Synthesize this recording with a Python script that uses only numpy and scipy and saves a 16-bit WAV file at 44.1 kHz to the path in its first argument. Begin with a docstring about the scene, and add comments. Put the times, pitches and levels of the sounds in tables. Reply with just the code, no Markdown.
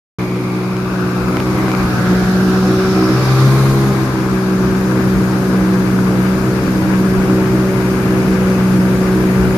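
"""A motorboat tows an inflatable across open sea, heard from the stern on a hand-held phone.
From the start the exhaust drones and burbles over a churning wake and fizzing spray. The sound swells
in the first two seconds, as fingers tick on the case and gusts begin to buffet the microphones.
Near 3.5 s the hull lifts: the engine revs, booms and whines, and mist flies. The hull settles into
calmer water near 4.4 s, then from 6 s works harder as it leans into a turn."""
import sys
import numpy as np
from scipy import signal
from scipy.fft import rfft, irfft, next_fast_len
from scipy.io import wavfile
from scipy.ndimage import uniform_filter1d, minimum_filter1d

SR = 44100
rng = np.random.default_rng(int(sys.argv[2]) if len(sys.argv) > 2 else 0)


def store_wav(level_fs):
    """Save 16-bit WAV to argv[1]."""
    pcm = np.round(np.clip(np.atleast_2d(level_fs), -1, 1) * 32767)
    wavfile.write(sys.argv[1], SR, pcm.T.astype(np.int16))


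N = 422037
TIME = np.arange(N) / SR

# Engine speed: (time [s], cycle rate [Hz])
ENGINE_SPEED = [(0.2, 61.36), (0.85, 62.1), (1.1, 61.3), (1.67, 63.45), (2.01, 60.95), (2.32, 62.27),
                (3.05, 63.12), (3.59, 67.0), (3.77, 67.05), (4.29, 63.23), (4.6, 62.62), (4.78, 63.34),
                (6.08, 62.4), (6.55, 63.7), (6.67, 63.0), (8.05, 63.23), (8.77, 62.38), (9.5, 62.63)]
# Leading tones of the drone: (time [s], order 3 level [dB], order 6 level [dB])
DRONE_LEVELS = [(0.2, -21.5, -27.5), (1.8, -19, -24.5), (2.01, -14.5, -34), (2.12, -12, -19.5),
                (2.25, -15, -27), (2.92, -16, -18), (3.23, -24, -23.5), (3.93, -19.5, -25),
                (4.08, -25, -31.5), (4.4, -16, -22), (6.34, -14.5, -26.5), (6.39, -19, -21.5),
                (6.88, -14.5, -32), (7.14, -16, -20.5), (8.51, -15.5, -21.5), (8.77, -12.5, -28),
                (8.93, -14, -21.5), (9.5, -16, -20)]
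# Weaker exhaust harmonics: (order [multiple of cycle rate], level [dB])
WEAK_ORDERS = [(1, -44), (4, -32.5), (7, -34.5), (8, -36.5), (9, -38.5), (10, -43.5), (11, -46.5),
               (14, -54), (15, -45), (19, -43.5)]
# Machinery whine: (order before rounding [multiple of cycle rate], level [dB], peak time [s], spread [s])
WHINE_ORDERS = [(12, -35.5, 2.7, 1), (16, -33.5, 3.7, 0.47), (18, -31, 3.38, 0.23), (20, -37, 3.106, .25),
                (21.3, -35, 3.05, 0.41)]
# Spectrum of gas bursting through water: (frequency [Hz], relative level [dB])
BURBLE_SPECTRUM = [(70, -14), (100, -0.5), (140, 2), (220, 1), (290, 1), (360, -2), (430, -9.5), (540, -12),
                   (750, -25)]
# Strength of the wake: (time [s], roar gain [dB], splash gain [dB], spray gain [dB])
WAKE_GAINS = [(0.2, -31, -37, -41.5), (0.3, -34, -39, -44), (0.82, -33, -40.5, -43), (1.03, -28, -40, -41),
              (1.53, -28.5, -38.5, -39), (1.55, -26, -36, -39), (2.72, -27.5, -38, -34.5),
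              (3.38, -26, -38, -32), (4.24, -28.5, -40.5, -41), (8.48, -29, -37, -41),
              (9.1, -30, -38.5, -41), (9.55, -28.5, -36.5, -41.5)]
# Spectrum of the wake's bubbles: (frequency [Hz], relative level [dB])
WASH_SPECTRUM = [(250, -34), (430, 0.5), (600, -2), (800, -1), (1150, 1), (1600, -1), (1850, -9.5),
                 (2400, -10), (2900, -18), (3600, -28), (5000, -44)]
# Shifting hollow colour of the wake's roar and splash, as from a reflection off the deck:
# (time [s], peak spacing [Hz], depth [dB])
DECK_COMB = [(.2, 1110, 3), (.65, 1180, 3.5), (1.02, 1400, 3.5), (1.4, 1150, 2.5), (1.65, 1040, 2),
             (2.1, 1663, 2.5), (2.5, 1430, 3.5), (3.05, 1350, 0), (3.55, 1070, 1.5), (4.2, 999, .5),
             (4.7, 1550, 0.6), (9.57, 1520, 0.8)]
# Bearing of the roar: (time [s], left minus right [dB])
ROAR_BEARING = [(0.2, 2), (1.19, 7.5), (2.2, 0.0), (3.43, 1.5), (3.97, 8), (6.27, 11.5), (9.37, 10),
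                (9.55, 11)]
# Spectrum of the droplets: (frequency [Hz], relative level [dB])
SPRAY_SPECTRUM = [(1800, -20), (2900, -7.5), (3700, 0.5), (4900, 0), (5800, -3.5), (6600, -3), (7400, -7),
                  (8300, -9), (9400, -5), (10500, -6.5), (12000, -5), (13200, -7.5), (14200, -13),
                  (15500, -19)]
# Cavity of a hand cupping the left microphone: (time [s], resonance [Hz], height [dB])
HAND_CAVITY = [(.2, 4570, 2), (1.1, 5300, 3), (2.1, 5406, 1.5), (2.75, 5500, 7), (3.12, 5300, 12),
               (3.4, 4500, -0.5), (3.65, 4057, 4.5), (4.1, 4003, -7)]
# Spectrum of eddies at the microphones: (frequency [Hz], relative level [dB])
WIND_SPECTRUM = [(15, -26), (28, -13), (45, -5.5), (62, 0), (80, -6.5), (110, -20), (250, -17), (600, -56)]
# Gusts: (peak time [s], level [dB])
WIND_GUSTS = [(1.25, -31), (1.85, -24), (2.08, -26), (3.28, -32), (3.72, -30), (4.71, -29), (5.18, -27),
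              (5.62, -27), (7.19, -24), (9.2, -29), (9.42, -23), (9.49, -23)]
# Finger touches, each near one microphone: (time [s], level [dB], left minus right [dB])
FINGER_TICKS = [(.6465, -17, 10), (.7333, -18, 10), (.7678, -12, 14), (1.3696, -4.5, -12),
                (1.3993, -12, -6), (1.4025, -6, -6), (1.7171, -5, 14), (1.7503, -2, 16), (2.1122, -13, 2)]
# Modes of the phone's case: (frequency [Hz], relative level [dB], time to decay by 60 dB [s])
CASE_MODES = [(950, -2, .009), (1500, 0, .009), (2150, 0, .007), (2800, -4, .005), (4600, -5, .003)]

# Bands in which the noises are normalised: (lower edge [Hz], upper edge [Hz])
WIND_BAND, BURBLE_BAND, ROAR_BAND, SPRAY_BAND = (20, 95), (215, 295), (950, 1800), (3300, 7000)
CRUISE_HZ, BOOM_DB_PER_HZ = 62.64, 1.63  # order 2 booms above the cruising rate
SECOND_DB, FIFTH_DB, BURBLE_DB, CHURN_DB, MIST_DB, BREEZE_DB = -23, -25.5, -27, -28, -41, -32
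LIFT_BOOM_DB, LIFT_CHURN_DB, LIFT_SPLASH_DB, LIFT_MIST_DB = 7, 0.5, 3, 5  # gains at the top of the lift
CHURN_SHARE, SPLASH_BEARING_SHARE = 0.67, 0.6  # shares of the roar's level changes and of its bearing
SHADE_DB, SLIDE_FROM_S, SLIDE_TO_S = -5.5, 3.0, 3.49  # the hand shades the left until it slides off
GUST_RISE_S, GUST_FALL_S = 0.043, 0.026
START_S, TOP_HZ = 0.185, 15450


def exhaust(turns, cycle_hz, third_db, sixth_db):
    """Harmonic series: periodic firing puts the drone and whine at whole multiples of the cycle rate."""
    boom_db = BOOM_DB_PER_HZ * np.maximum(cycle_hz - CRUISE_HZ, 0) + LIFT_BOOM_DB * lift()
    second_db = SECOND_DB + boom_db + 0.19 * swell_db() + 0.66 * effort_db()
    fifth_db = FIFTH_DB + 0.3 * swell_db() + 3.9 * lift()
    second = undb(second_db) * harmonic(turns, order=2, waver_db=1, rough=0.093)
    third = undb(third_db - 0.17) * harmonic(turns, order=3, waver_db=1.1, rough=0.082)
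    fifth = undb(fifth_db) * harmonic(turns, order=5, waver_db=2.6, rough=0.3)
    sixth = undb(sixth_db) * harmonic(turns, order=6, waver_db=0.8, rough=0.11)
    weak = sum(undb(db) * harmonic(turns, order, waver_db=2.5, rough=0.28) for order, db in WEAK_ORDERS)
    weak *= undb(0.83 * swell_db() + 0.76 * effort_db())
    whine = sum(undb(db) * hump(s, width) * harmonic(turns, round(order), waver_db=2, rough=0.29)
                for order, db, s, width in WHINE_ORDERS)
    return second * pan(1.7) + third + fifth * pan(-2.6) + sixth + weak * pan(0.44) + whine


def harmonic(turns, order, waver_db, rough):
    """Random modulation: an order wavers as waves cover the outlet, and uneven firings roughen it."""
    angle = 2 * np.pi * (order * turns + rng.random())
    amplitude = np.sqrt(2) * undb(waver_db * wander(4.6))
    sidebands = wander(18.5) * np.cos(angle) + wander(19.7) * np.sin(angle)
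    return amplitude * (np.sin(angle) + rough * sidebands)


def burble(turns):
    """Amplitude-modulated noise: exhaust gas bursts through the water in gulps, once a cycle."""
    gulps = rng.standard_normal((2, N)) * (1 + 0.39 * np.cos(2 * np.pi * turns))
    gulps *= undb(0.79 * wander(16))
    gas = colour(spread(gulps, width=0.21), BURBLE_SPECTRUM)
    level_db = BURBLE_DB + 0.9 * swell_db() + effort_db() + wander(5.7)
    return normalise(gas, BURBLE_BAND) * undb(level_db)


def wash(turns, roar_db, splash_db):
    """Incoherent summation: bubbles churned up by the propeller burst so densely that they roar."""
    froth = rng.standard_normal((2, N)) + 0.54 * drops(per_second=3000, scatter_db=2.3)
    froth *= 1 + 0.059 * np.cos(2 * np.pi * turns)
    # Long waves reach both microphones alike, so the side signal is weaker in the bass.
    froth[1] = colour(froth[1], [(300, -4), (650, -9.5), (1200, -7.5), (1800, 1.5), (5000, 0)])
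    bubbles = colour(spread(froth, width=1), WASH_SPECTRUM)
    water = normalise(bubbles, ROAR_BAND) * undb(0.5 * wander(9.6))
    comb_hz, comb_db = curves(DECK_COMB)
    side_db, = curves(ROAR_BEARING)
    churn_db = CHURN_DB + CHURN_SHARE * (roar_db - roar_db.mean())
    churn_db += LIFT_CHURN_DB * lift() + 0.55 * effort_db()
    splash_db = splash_db + LIFT_SPLASH_DB * lift() + 11

    def balance(hz, at):
        """Comb filtering, as from a deck reflection, hollows the roar and splash above the low churn."""
        low = np.clip((1100 - hz) / 300, 0, 1)
        high = np.clip((hz - 1650) / 300, 0, 1)
        middle = 1 - low - high
        ripple = np.cos(2 * np.pi * hz / comb_hz[at]) - 0.35
        ripple_db = comb_db[at] * np.clip((hz - 700) / 300, 0, 1) * ripple
        level_db = low * churn_db[at] + middle * (roar_db[at] + 0.23) + high * splash_db[at]
        bearing_db = low * 5.4 + (middle + high * SPLASH_BEARING_SHARE) * side_db[at]
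        return undb(level_db + ripple_db) * pan(bearing_db)
    return reshape(water, balance, flicker_db=0.77)


def spray(spray_db):
    """Impact noise: droplets hiss and patter back; the finest mist swells just after the hull lifts."""
    patter = rng.standard_normal((2, N)) + 0.44 * drops(per_second=3500, scatter_db=2.5)
    fizz = normalise(colour(patter, SPRAY_SPECTRUM), SPRAY_BAND)
    cavity_hz, cavity_db = curves(HAND_CAVITY)
    mist_db = MIST_DB + 0.91 * effort_db() + 0.95 * swell_db() + LIFT_MIST_DB * lift(lag_s=0.11)
    shade_db = SHADE_DB * (1 - ramp(SLIDE_FROM_S, SLIDE_TO_S))

    def balance(hz, at):
        """Cavity resonance and shadowing: the hand on the left colours coarse spray and screens mist."""
        fine = np.clip((hz - 5800) / 2000, 0, 1)
        level_db = (1 - fine) * (spray_db[at] - 0.4) + fine * mist_db[at]
        height_db = cavity_db[at] * (1 - fine)
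        resonance = np.exp(-0.5 * ((hz - cavity_hz[at]) / 360) ** 2) - 0.35
        cupped_db = np.array([height_db * resonance, -0.15 * height_db])
        bearing_db = fine * shade_db[at] - 3 * np.clip((hz - 9500) / 3500, 0, 1)
        return undb(level_db + cupped_db) * pan(bearing_db)
    return reshape(fizz, balance, flicker_db=1)


def wind():
    """Turbulent pressure: eddies thump on the microphone ports; breeze and gusts add in power."""
    eddies = colour(spread(rng.standard_normal((2, N)), width=0.59), WIND_SPECTRUM)
    breeze = undb(BREEZE_DB + 1.2 * swell_db() + effort_db() + 1.1 * wander(9.3))
    gusts = sum(undb(db) * hump(s, np.where(TIME < s, GUST_RISE_S, GUST_FALL_S)) for s, db in WIND_GUSTS)
    return normalise(eddies, WIND_BAND) * np.hypot(breeze, gusts)


def finger_ticks():
    """Impulse response: each touch gives a small crack and rings the damped modes of the case."""
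    out = np.zeros((2, N))
    age = np.arange(1024) / SR
    for s, db, side_db in FINGER_TICKS:
        ring = np.zeros_like(age)
        for hz, mode_db, t60 in CASE_MODES:
            detune = np.exp(0.069 * rng.standard_normal())  # every touch lands elsewhere
            ring += undb(mode_db - 60 * age / t60) * np.sin(2 * np.pi * hz * detune * age)
        crack = 0.18 * rng.standard_normal(len(age)) * np.exp(-age / 0.00074)
        tick = ring + crack
        start = int(s * SR)
        out[:, start:start + len(age)] += undb(db) * pan(side_db) * tick / np.abs(tick).max()
    return out


def lift(lag_s=0):
    """Heave, 0 to 1: the hull rises once and the exhaust outlet clears the water."""
    return hump(3.46 + lag_s, width_s=0.24)


def effort_db():
    """Hydrodynamic load: the stern works less as the hull settles, more through the turn."""
    return -2 * hump(4.4, width_s=0.26) + 1.5 * ramp(6, 9.3)


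def swell_db():
    """Crescendo: an opening rise to full level, which the layers follow in differing degrees."""
    return 6 * (ramp(0.77, 1.64) - 1)


def ramp(start_s, end_s):
    """Linear transition from 0 to 1."""
    return np.clip((TIME - start_s) / (end_s - start_s), 0, 1)


def hump(centre_s, width_s):
    """Gaussian pulse of height 1."""
    return np.exp(-0.5 * ((TIME - centre_s) / width_s) ** 2)


def undb(db):
    """Amplitude ratio of a level in decibels."""
    return 10 ** (np.asarray(db) / 20)


def curves(table):
    """Linear interpolation of a table's columns over time, one value per sample."""
    times, *columns = np.transpose(table)
    return [np.interp(TIME, times, column) for column in columns]


def wander(cutoff_hz):
    """Low-pass noise of standard deviation 1."""
    size = next_fast_len(N)
    hz = np.fft.rfftfreq(size, 1 / SR)
    x = irfft(rfft(rng.standard_normal(size)) / (1 + (hz / cutoff_hz) ** 4))[:N]
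    return x / x.std()


def drops(per_second, scatter_db):
    """Shot noise: two channels of random clicks, mostly small and now and then large; rms 1."""
    sizes = undb(scatter_db * np.minimum(rng.exponential(size=(2, N)), 7))
    clicks = (rng.random((2, N)) < per_second / SR) * sizes * rng.standard_normal((2, N))
    return clicks / clicks.std()


def colour(x, spectrum):
    """Spectral shaping by a (frequency [Hz], level [dB]) curve, falling away beyond its ends."""
    size = next_fast_len(N)
    bin_hz = np.fft.rfftfreq(size, 1 / SR) + 1
    hz, db = np.transpose(spectrum)
    skirts = np.minimum(1, np.minimum(bin_hz / hz[0], hz[-1] / bin_hz)) ** 2
    gain = skirts * undb(np.interp(np.log(bin_hz), np.log(hz), db))
    return irfft(rfft(x, size) * gain, size)[..., :N]


def reshape(x, gain, flicker_db):
    """Time-varying filtering by gain(Hz, sample index); patches of the spectrum flicker at random."""
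    hz, times, spectra = signal.stft(x, SR, nperseg=512)
    at = np.minimum((times * SR).astype(int), N - 1)
    patches = uniform_filter1d(rng.standard_normal(spectra.shape[1:]), size=9, axis=0)
    patches = uniform_filter1d(patches, size=5, axis=1)
    flicker = undb(flicker_db * patches / patches.std())
    return signal.istft(spectra * gain(hz[:, None], at) * flicker, SR)[1][:, :N]


def normalise(x, band):
    """Band-power normalisation: the mean of the two channels gets rms 1 within the band."""
    hz, density = signal.welch(x.mean(axis=0), SR, nperseg=4096)
    return x / np.sqrt(density[(hz >= band[0]) & (hz <= band[1])].sum() * hz[1])


def spread(x, width):
    """Mid-side stereo: left and right from a shared and an opposed signal."""
    return x[0] + width * x[1] * np.array([[1], [-1]])


def pan(db):
    """Constant-power panning: two gains for a left-minus-right level difference."""
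    left, right = undb(db), np.ones_like(db, dtype=float)
    gains = np.array([left, right]) * np.sqrt(2 / (1 + left ** 2))
    return gains if np.ndim(db) else gains[:, None]


def scene():
    """Superposition: engine, water, wind and finger ticks add at the microphones."""
    cycle_hz, = curves(ENGINE_SPEED)
    third_db, sixth_db = curves(DRONE_LEVELS)
    roar_db, splash_db, spray_db = curves(WAKE_GAINS)
    turns = np.cumsum(cycle_hz) / SR  # engine phase in cycles
    engine = exhaust(turns, cycle_hz, third_db, sixth_db) + burble(turns)
    water = wash(turns, roar_db, splash_db) + spray(spray_db)
    return engine + water + wind() + finger_ticks()


def record(dry):
    """Peak and band limiting: the phone opens abruptly, holds down the highest peaks and cuts the top."""
    opened = np.clip((TIME - START_S) / 0.002, 0, 1)
    safe_gain = np.minimum(1, 0.88 / (np.abs(dry).max(axis=0) + 1e-9))
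    limiter = uniform_filter1d(minimum_filter1d(safe_gain, size=601), size=601)
    lowpass = signal.ellip(10, 0.2, 80, TOP_HZ, fs=SR, output="sos")
    return signal.sosfilt(lowpass, dry * limiter * opened)


dry = scene()
out = record(dry)
store_wav(out)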